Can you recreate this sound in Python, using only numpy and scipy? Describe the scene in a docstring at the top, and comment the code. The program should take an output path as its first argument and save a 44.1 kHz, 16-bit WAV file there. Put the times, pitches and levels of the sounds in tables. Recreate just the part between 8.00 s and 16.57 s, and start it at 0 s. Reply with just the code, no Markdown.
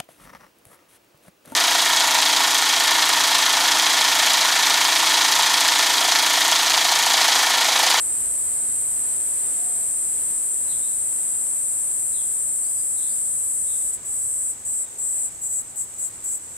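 """A cicada buzzes steadily close by, then its tone darkens and breaks into short bursts.
It lies in dry grass, held by a bush cricket. Its tymbals (ribbed drum skins) click some 500 times
a second and make its body ring; the tone sinks as the tiring insect's abdomen goes slack.
Behind it are a soft breeze, a low rumble of open air, a far chorus of cicadas, one distant hoot
and a few small birds."""
import sys
import numpy as np
from scipy import signal
from scipy.fft import rfft, irfft, next_fast_len
from scipy.io import wavfile
from scipy.ndimage import uniform_filter1d, map_coordinates

SR = 44100
rng = np.random.default_rng(int(sys.argv[2]) if len(sys.argv) > 2 else 0)


def digitize_waveform(pressure):
    """Quantize a signal to 16-bit integers and store it at the path in sys.argv[1].

    Rows of a 2-D input are taken as channels; values are limited to [-1, 1].
    """
    field = np.atleast_2d(pressure).T
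    bounded = np.clip(field, -1, 1)
    quanta = np.round(bounded * 32767).astype(np.int16)
    wavfile.write(sys.argv[1], SR, quanta)


N = 377937

# The tone of the low rumble. Each row: frequency in Hz, relative level in dB.
RUMBLE_SPECTRUM = [(20, -17), (40, -5.5), (85, 0), (130, -3), (190, -14), (400, -38.5)]
# The rumble's slow rise and fall. Each row: time in seconds, level in dB.
RUMBLE_LEVEL = [(0, -55.5), (.9, -54), (1.3, -57.5), (4.6, -58.5), (6.3, -55.5), (6.9, -60), (7.5, -56),
                (8.1, -58.5)]
# The tone of the breeze in the plants. Each row: frequency in Hz, relative level in dB.
BREEZE_SPECTRUM = [(60, -14.5), (180, -4.5), (300, -2.5), (600, -4.5), (1200, -8.5), (2000, -9.5),
                   (3000, -13), (5000, -13.5), (9000, -21), (15700, -30)]
# How alike the air sounds left and right. Each row: frequency in Hz, likeness from 0 to 1.
AIR_LIKENESS = [(60, .95), (130, 0.89), (290, .86), (640, 0.68), (1410, 0.57), (3100, 0.19), (7000, 0)]
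# The tone of the far cicadas. Each row: frequency in Hz, relative level in dB.
CHORUS_SPECTRUM = [(4500, -44), (5700, -22.5), (6200, -19), (6700, -13), (7300, -5.5), (7800, 2),
                   (8300, -2), (8900, -4.5), (9400, -13), (11000, -21), (12700, -20), (14000, -29),
                   (15700, -34)]
# The hoot holds its note, then drops. Each row: time in seconds, pitch in Hz, relative level in dB.
HOOT_SHAPE = [(1.5, 685, -75), (1.56, 701, -62), (1.61, 719, -53), (1.68, 723, -51.5), (1.74, 721, -55),
              (1.795, 708, -58), (1.815, 655, -57), (1.86, 657, -55), (1.92, 640, -80)]
# Bird notes. Each row: start and length in seconds, first pitch, last pitch and rasp (pitch wobble)
# in Hz, relative level in dB, left minus right in dB.
BIRD_NOTES = [(2.665, 0.095, 4330, 3220, 170, -42.5, -7), (2.796, 0.1, 3390, 4250, 100, -46, -3),
              (4.111, 0.125, 4300, 3000, 200, -43, -4), (4.62, .091, 4460, 5150, 120, -48.5, 7),
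              (4.758, 0.07, 4780, 5150, 110, -47, 4), (4.941, .17, 4150, 3530, 261, -44.5, -1),
              (5.051, .11, 4300, 4960, 190, -47.5, 2), (5.655, .12, 3480, 3750, 220, -46, -5),
              (6.818, .091, 3790, 3500, 200, -56, -2)]
# The near cicada's bursts, the long buzz first. Each row: start and length in seconds, relative level
# in dB, starting level compared with that in dB, swell time in seconds.
BURSTS = [(-0.2, 6.133, -26.5, -7, .02), (5.926, .046, -26, -4, .01), (6.049, .49, -27.4, -8, .038),
          (6.65, .205, -27, -5, .022), (6.982, .309, -26.9, -8, .024), (7.414, .086, -27.1, -9, .02),
          (7.493, .128, -26.7, -5, .015), (7.757, .09, -27.4, -14, .014), (7.981, .11, -28, -8, .018),
          (8.2395, .144, -28.1, -3.5, .03)]
# The clicks hurry in the short bursts. Each row: time in seconds, clicks per second.
CLICK_RATE = [(4.0, 507.3), (5.75, 511.5), (6.22, 535), (6.65, 534), (6.8, 544), (7.4, 547), (7.6, 559)]
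# The clicks grow ragged as the insect tires. Each row: time in seconds, timing scatter in seconds.
CLICK_JITTER = [(0, 0.000014), (3.4, 0.000019), (4.6, 0.00002), (6.3, 0.00002), (7.15, 0.000022),
                (7.6, 0.000028)]
# The abdomen goes slack. Each row: time in seconds, slackness from 0 to 1.
SLACKNESS = [(5.6, 0.03), (6.25, 0.26), (6.75, .5), (7.15, 0.55), (7.5, 0.95), (8.3, .97)]
# The insect is shifted out of its first posture. Each row: time in seconds, share left from 0 to 1.
FIRST_POSTURE = [(1.0, 0.8), (1.7, 0.44), (3, 0.24), (4.3, 0)]
# Where the insect is heard. Each row: time in seconds, left minus right in dB.
BALANCE = [(0, 0.2), (2.2, 0.6), (3.7, 1.2), (5.3, 1), (6.2, 0.8), (6.9, 1.5), (7.6, 1), (8.3, 1.1)]
# The notes at which the body and the ground under it ring. Each row: pitch and width in Hz, relative
# left and right levels in dB, then the change in dB in the first posture, when half slack, when limp.
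RESONANCES = [(6181, 333, -34.5, -36.0, 4.0, 0.5, -1.5), (6640, 233, -25.5, -25.5, -0.5, -5.0, 1.5),
              (6995, 309, -22.0, -28.0, 1.0, 0.5, 8.5), (7195, 206, -25.5, -21.5, 1.5, -4.5, 1.5),
              (7413, 170, -28.5, -31.5, -1.5, 10.5, 17.5), (7644, 190, -5.0, -17.5, -1, 1.5, 3.5),
              (7770, 88, -4.5, -10.5, -3.5, -2.0, -2.5), (7894, 82, -13.0, -15.5, 2.0, 8.0, 10.0),
              (8053, 127, -8.5, -2.5, -1, 1.0, 0.5), (8147, 78, -15.5, -4.5, 7, -4.5, -7.0),
              (8289, 283, -9.5, -4.5, 0.5, -0.5, -3.0), (8520, 145, -3.0, -22.0, 0, -2.0, -5.0),
              (8669, 117, -4.0, -11.5, 1, -7.0, -12.5), (8848, 406, -11.0, -13.0, 2.0, -2.5, -7.5),
              (9210, 111, -1.0, -10.0, -3.5, -9.5, -14.5), (9417, 312, -12.5, -22.0, 4.5, -6.0, -8.5),
              (9784, 303, -16.0, -17.0, -1.0, -6.0, -4.5), (10049, 124, -30.0, -17.5, 5.0, -5.0, -7.0),
              (10248, 303, -13.5, -29.5, -1.0, -5.0, -6.0), (10440, 473, -35.0, -16.5, -3.0, -7.5, -9.0),
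              (10541, 104, -23.0, -25.5, 6.0, -5.0, -7.0), (10912, 185, -22.5, -20.0, -2.0, -1, -1.5),
              (11240, 206, -22.5, -27.5, 5, -13.0, -6.0), (11534, 176, -26.5, -24.5, -0.5, -9.0, -4.0),
              (11947, 486, -32.5, -32.0, -4.5, 6.5, 6.5), (12307, 132, -29.5, -20.5, -5, -2.5, -3.5),
              (12482, 213, -38.0, -26.0, -6.0, 3.0, -1.0), (12811, 513, -31.5, -27.5, 0.5, -4.5, -9.0),
              (13416, 274, -28.0, -28.5, 5, -10.0, -12.5), (13624, 198, -32.5, -34.0, -2.5, -9.0, -14.0),
              (13928, 573, -35.0, -29.5, -3.5, -15.0, -16.5), (14427, 353, -46.5, -40.5, 7.0, -11.0, -15.0),
              (14996, 289, -41.0, -38.0, 0.5, -5.0, -5.0)]
# The left microphone is nearer. Each row: frequency in Hz, left's phase lead in radians.
LEFT_LEAD = [(6600, -2.5), (7000, 3), (7500, 2), (7750, 6.5), (8130, 7.5), (8500, 10.5), (8850, 10),
             (9200, 14), (9700, 13.5), (10500, 17.5), (10900, 17), (11300, 20), (12400, 20.5),
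             (15000, 27.5)]
# The dry snap of the tymbals' ribs. Each row: frequency in Hz, relative level in dB.
SNAP_SPECTRUM = [(8000, -24), (9000, -6), (10500, -6), (10950, 0), (11250, -11), (11900, 4), (12450, 6),
                 (13100, -7), (15200, -9)]


def amp(db):
    """Turn decibels into a gain."""
    return 10 ** (np.asarray(db) / 20)


def unit(x):
    """Scale a sound to an average (rms) level of 1."""
    return x / np.sqrt(np.mean(x ** 2) + 1e-20)


def steadied(x, size):
    """Even out a sound's level, judged over windows of size samples."""
    power = uniform_filter1d(uniform_filter1d(np.mean(x ** 2, 0), size), size)
    return x / np.sqrt(np.abs(power) + 1e-9)


def along(points, hz):
    """Read between (Hz, value) rows on a logarithmic frequency scale."""
    freqs, values = np.transpose(points)
    return np.interp(np.log(hz + 1), np.log(freqs + 1), values)


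def curves(rows):
    """Give each column after the time one value per sample."""
    times, *columns = np.transpose(rows)
    return [np.interp(np.arange(N) / SR, times, column) for column in columns]


def wobble(rate):
    """A smooth curve through rate random points a second."""
    points = rng.standard_normal(int(N * rate / SR) + 4)
    return map_coordinates(points, [np.arange(N) * rate / SR])


def filtered(x, response):
    """Give each frequency the gain and phase that response(hz) asks for."""
    size = 2 * next_fast_len(N // 2 + 8192)
    return irfft(rfft(x, size) * response(np.fft.rfftfreq(size, 1 / SR)), size)[..., :N]


def ringing_phase(gain):
    """The phase that makes a gain curve ring after a click, never before."""
    cepstrum = irfft(np.log(np.maximum(gain, 1e-6)))
    half = len(cepstrum) // 2
    return 2 * rfft(cepstrum[:half], len(cepstrum)).imag


def clicks(at, sizes):
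    """Sharp clicks at positions that may fall between samples."""
    taps = np.floor(at).astype(int)[:, None] + np.arange(-7, 9)
    offset = taps - at[:, None]
    shapes = np.sinc(offset) * np.cos(np.pi * offset / 16) ** 2
    return np.bincount(np.clip(taps, 0, N).ravel(), (sizes[:, None] * shapes).ravel(), N + 1)[:N]


def echoes(x, t60):
    """Half a second of blurred echoes, different on each side, fading 60 dB per t60 seconds."""
    t = np.arange(SR // 2) / SR
    tail = rng.standard_normal((2, len(t))) * amp(-60 * t / t60)
    return signal.fftconvolve(np.atleast_2d(x), tail / np.linalg.norm(tail[0]), axes=1)[:, :N]


def air_noise(spectrum):
    """Rushing air: low notes are alike left and right, high ones are not."""
    def response(hz):
        spread = np.arccos(along(AIR_LIKENESS, hz)) / 2
        return amp(along(spectrum, hz)) * [np.cos(spread), np.sin(spread)]

    mid, side = filtered(rng.standard_normal((2, N)), response)
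    return unit(np.array([mid + side, mid - side]))


def rumble(flutter_db=1):
    """Open air rumbles low, drifting in level and fluttering a little."""
    return air_noise(RUMBLE_SPECTRUM) * amp(curves(RUMBLE_LEVEL)[0] + flutter_db * wobble(8))


def breeze(start_db=-47, fall_db_per_s=0.6, lull_db=-51, swell_db=0.59, brighten=0.6):
    """A breeze in the plants dies down to a lull, growing duller as it drops."""
    level_db = np.maximum(start_db - fall_db_per_s * np.arange(N) / SR, lull_db)
    level_db += swell_db * wobble(5.5)
    rush = air_noise(BREEZE_SPECTRUM)
    hiss = filtered(rush, lambda hz: hz ** 2 / (hz ** 2 + 1500 ** 2))
    rush += hiss * (amp(brighten * (level_db - level_db.mean())) - 1)
    return rush * amp(level_db) * amp([[-.7], [.7]])


def chorus(level_db=-36.5, flutter_db=0.95, swell_db=1.0):
    """Many far cicadas merge into a fluttering sizzle."""
    sizzle = filtered(rng.standard_normal((2, N)), lambda hz: amp(along(CHORUS_SPECTRUM, hz)))
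    flutter = amp(flutter_db * wobble(300) + swell_db * wobble(25))
    return amp(level_db) * unit(sizzle * flutter)


def hoot():
    """One soft, nearly pure call rises and falls in the distance."""
    pitch, db = curves(HOOT_SHAPE)
    phase = 2 * np.pi * np.cumsum(pitch + 3 * wobble(59.6)) / SR
    call = amp(db) * (db > -74) * np.sin(phase)
    return amp(-0.5) * call + amp(-2) * echoes(call, t60=0.43)


def birds():
    """Short, raspy, sliding notes from far off, scattered by leaves and trailed by echoes."""
    song, rasp = np.zeros((2, N)), wobble(500)
    for start, length, first_hz, last_hz, rasp_hz, db, pan_db in BIRD_NOTES:
        progress = np.linspace(0, 1, int(length * SR))
        span = slice(int(start * SR), int(start * SR) + len(progress))
        pitch = first_hz + (last_hz - first_hz) * progress + rasp_hz * rasp[span]
        note = np.sin(np.pi * progress) * np.sin(2 * np.pi * np.cumsum(pitch) / SR)
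        song[:, span] += amp(db + np.array([[pan_db], [-pan_db]]) / 2) * note
    return amp(-9) * song + amp(-7) * echoes(song, t60=0.11) + amp(-5.5) * echoes(song, t60=0.98)


def effort(attack_s=0.0012, release_s=0.011, falter_db=-1.5, last_kick_db=-6.5):
    """The cicada's strength in dB: a burst jumps in, swells, falters and ends on a weaker kick."""
    t, gain = np.arange(N) / SR, np.zeros(N)
    for start, length, db, jump_db, swell_s in BURSTS:
        age, end = np.maximum(t - start, 0), start + length
        gate = np.clip(age / attack_s, 0, 1) * np.clip((end - t) / release_s + .5, 0, 1)
        swell_db = jump_db * np.exp(-age / swell_s)
        falter = (t - end + 0.019) / 0.0048  # a brief dip 19 ms before the end
        ending_db = falter_db * np.exp(-falter ** 2) + last_kick_db * (1 + np.tanh(falter)) / 2
        gain = np.maximum(gain, gate * amp(db + swell_db + ending_db))
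    return 20 * np.log10(gain + 1e-4)


def slackness(pause_slack=0.88, tighten_s=0.052):
    """The abdomen slackens (0 to 1) as the insect tires; each burst starts limper, then tightens."""
    t, slack = np.arange(N) / SR, curves(SLACKNESS)[0]
    rested = sum((t > start) * np.exp(-np.abs(t - start) / tighten_s) for start, *_ in BURSTS)
    return slack + (1 - slack) * np.clip(pause_slack * rested, 0, 1)


def tymbals(slack, muscle_hz=111.3, throb_db=2.5, scatter_db=.4, rebound_cycles=.6):
    """Muscles buckle the ribs in a fast train of clicks; the ribs spring back weakly and loosely."""
    rate = curves(CLICK_RATE)[0] + 0.354 * wobble(9)  # never quite steady
    cycles = np.cumsum(rate) / SR
    at = np.interp(np.arange(1, cycles[-1]), cycles, np.arange(N))
    index = at.astype(int)
    time_noise, size_noise, *rebound_noise = rng.standard_normal((N // 64, 4))[:len(at)].T
    # Two muscles pull in turn and sway the timing; a slack abdomen lets each pull throb through.
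    stroke = 2 * np.pi * np.cumsum(muscle_hz + 1.51 * wobble(20))[index] / SR
    sway_s = 16e-6 * np.sin(stroke) + 7e-6 * np.sin(2 * stroke)
    sizes = amp(scatter_db * size_noise + throb_db * slack[index] * np.cos(2 * stroke))
    jitter_s = curves(CLICK_JITTER)[0][index] * time_noise
    buckle = clicks(at + SR * (sway_s + jitter_s), sizes)
    # The rebounds are brighter, and their timing differs left and right.
    delays_s = [rebound_cycles / rate[index] + 50e-6 * noise for noise in rebound_noise]
    rebound = np.array([clicks(at + SR * delay, sizes) for delay in delays_s])
    return buckle + amp(-9) * filtered(rebound, lambda hz: (hz / 8000) ** 1.5)


def body(hz, changes_db, linger=1.15, smear_s=.004):
    """How the insect's body rings in one posture, as heard on the left and right."""
    power = 0
    for (centre, width, left_db, right_db, *_), change_db in zip(RESONANCES, changes_db):
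        peak = amp(np.array([[left_db], [right_db]]) + change_db)
        power += (peak / (1 + (2 * (hz - centre) / width) ** 2)) ** 2
    gain = np.sqrt(power) / (1 + (4800 / (hz + 1)) ** 12)  # so small a body gives off no low notes
    lead = along(LEFT_LEAD, hz) / 2
    ringing = linger * ringing_phase(gain.mean(0))  # the ground makes each click linger
    # Bending waves carry high notes faster, smearing each click into a tiny downward sweep.
    smear = 2 * np.pi * smear_s * (hz - 2 * np.sqrt(8500 * hz))
    return gain * np.exp(1j * (ringing + smear + np.array([lead, -lead])))


def cicada(first_posture_db=0.6):
    """The clicks ring the abdomen, whose tone shifts with its posture and darkens as it slackens."""
    effort_db, slack, posture = effort(), slackness(), curves(FIRST_POSTURE)[0]
    train = tymbals(slack)
    changes_db = [np.zeros(len(RESONANCES)), *np.transpose(RESONANCES)[-3:]]
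    taut, first, half_slack, limp = (filtered(train, lambda hz: body(hz, db)) for db in changes_db)
    firm, sagged = np.maximum(1 - 2 * slack, 0), np.maximum(2 * slack - 1, 0)
    firm_voice = posture * first + (1 - posture) * taut
    voice = firm * firm_voice + (1 - firm - sagged) * half_slack + sagged * limp
    voice = steadied(voice, size=SR // 105)  # blending changes the tone, not the level
    level_db = effort_db + 3.5 + first_posture_db * posture
    pan_db = curves(BALANCE)[0]
    ring = voice * amp(level_db + np.array([pan_db, -pan_db]) / 2)
    # A rib snaps fully or not at all, so the faint edges of a burst are its brightest part.
    snap = unit(filtered(train, lambda hz: amp(along(SNAP_SPECTRUM, hz))))
    snap *= slack * amp(np.minimum(effort_db, -39) - 7)
    near = ring + snap * amp([[-2], [2]])
    return near + amp(-19.5) * echoes(near, t60=0.074)


def scene():
    """The near cicada in front of far animals and moving air."""
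    far_animals = chorus() + birds() + hoot()
    return far_animals + cicada() + breeze() + rumble()


def record(dry, top_hz=15750):
    """Cut away the very highest treble."""
    return filtered(dry, lambda hz: hz < top_hz)


dry = scene()
out = record(dry)
digitize_waveform(out)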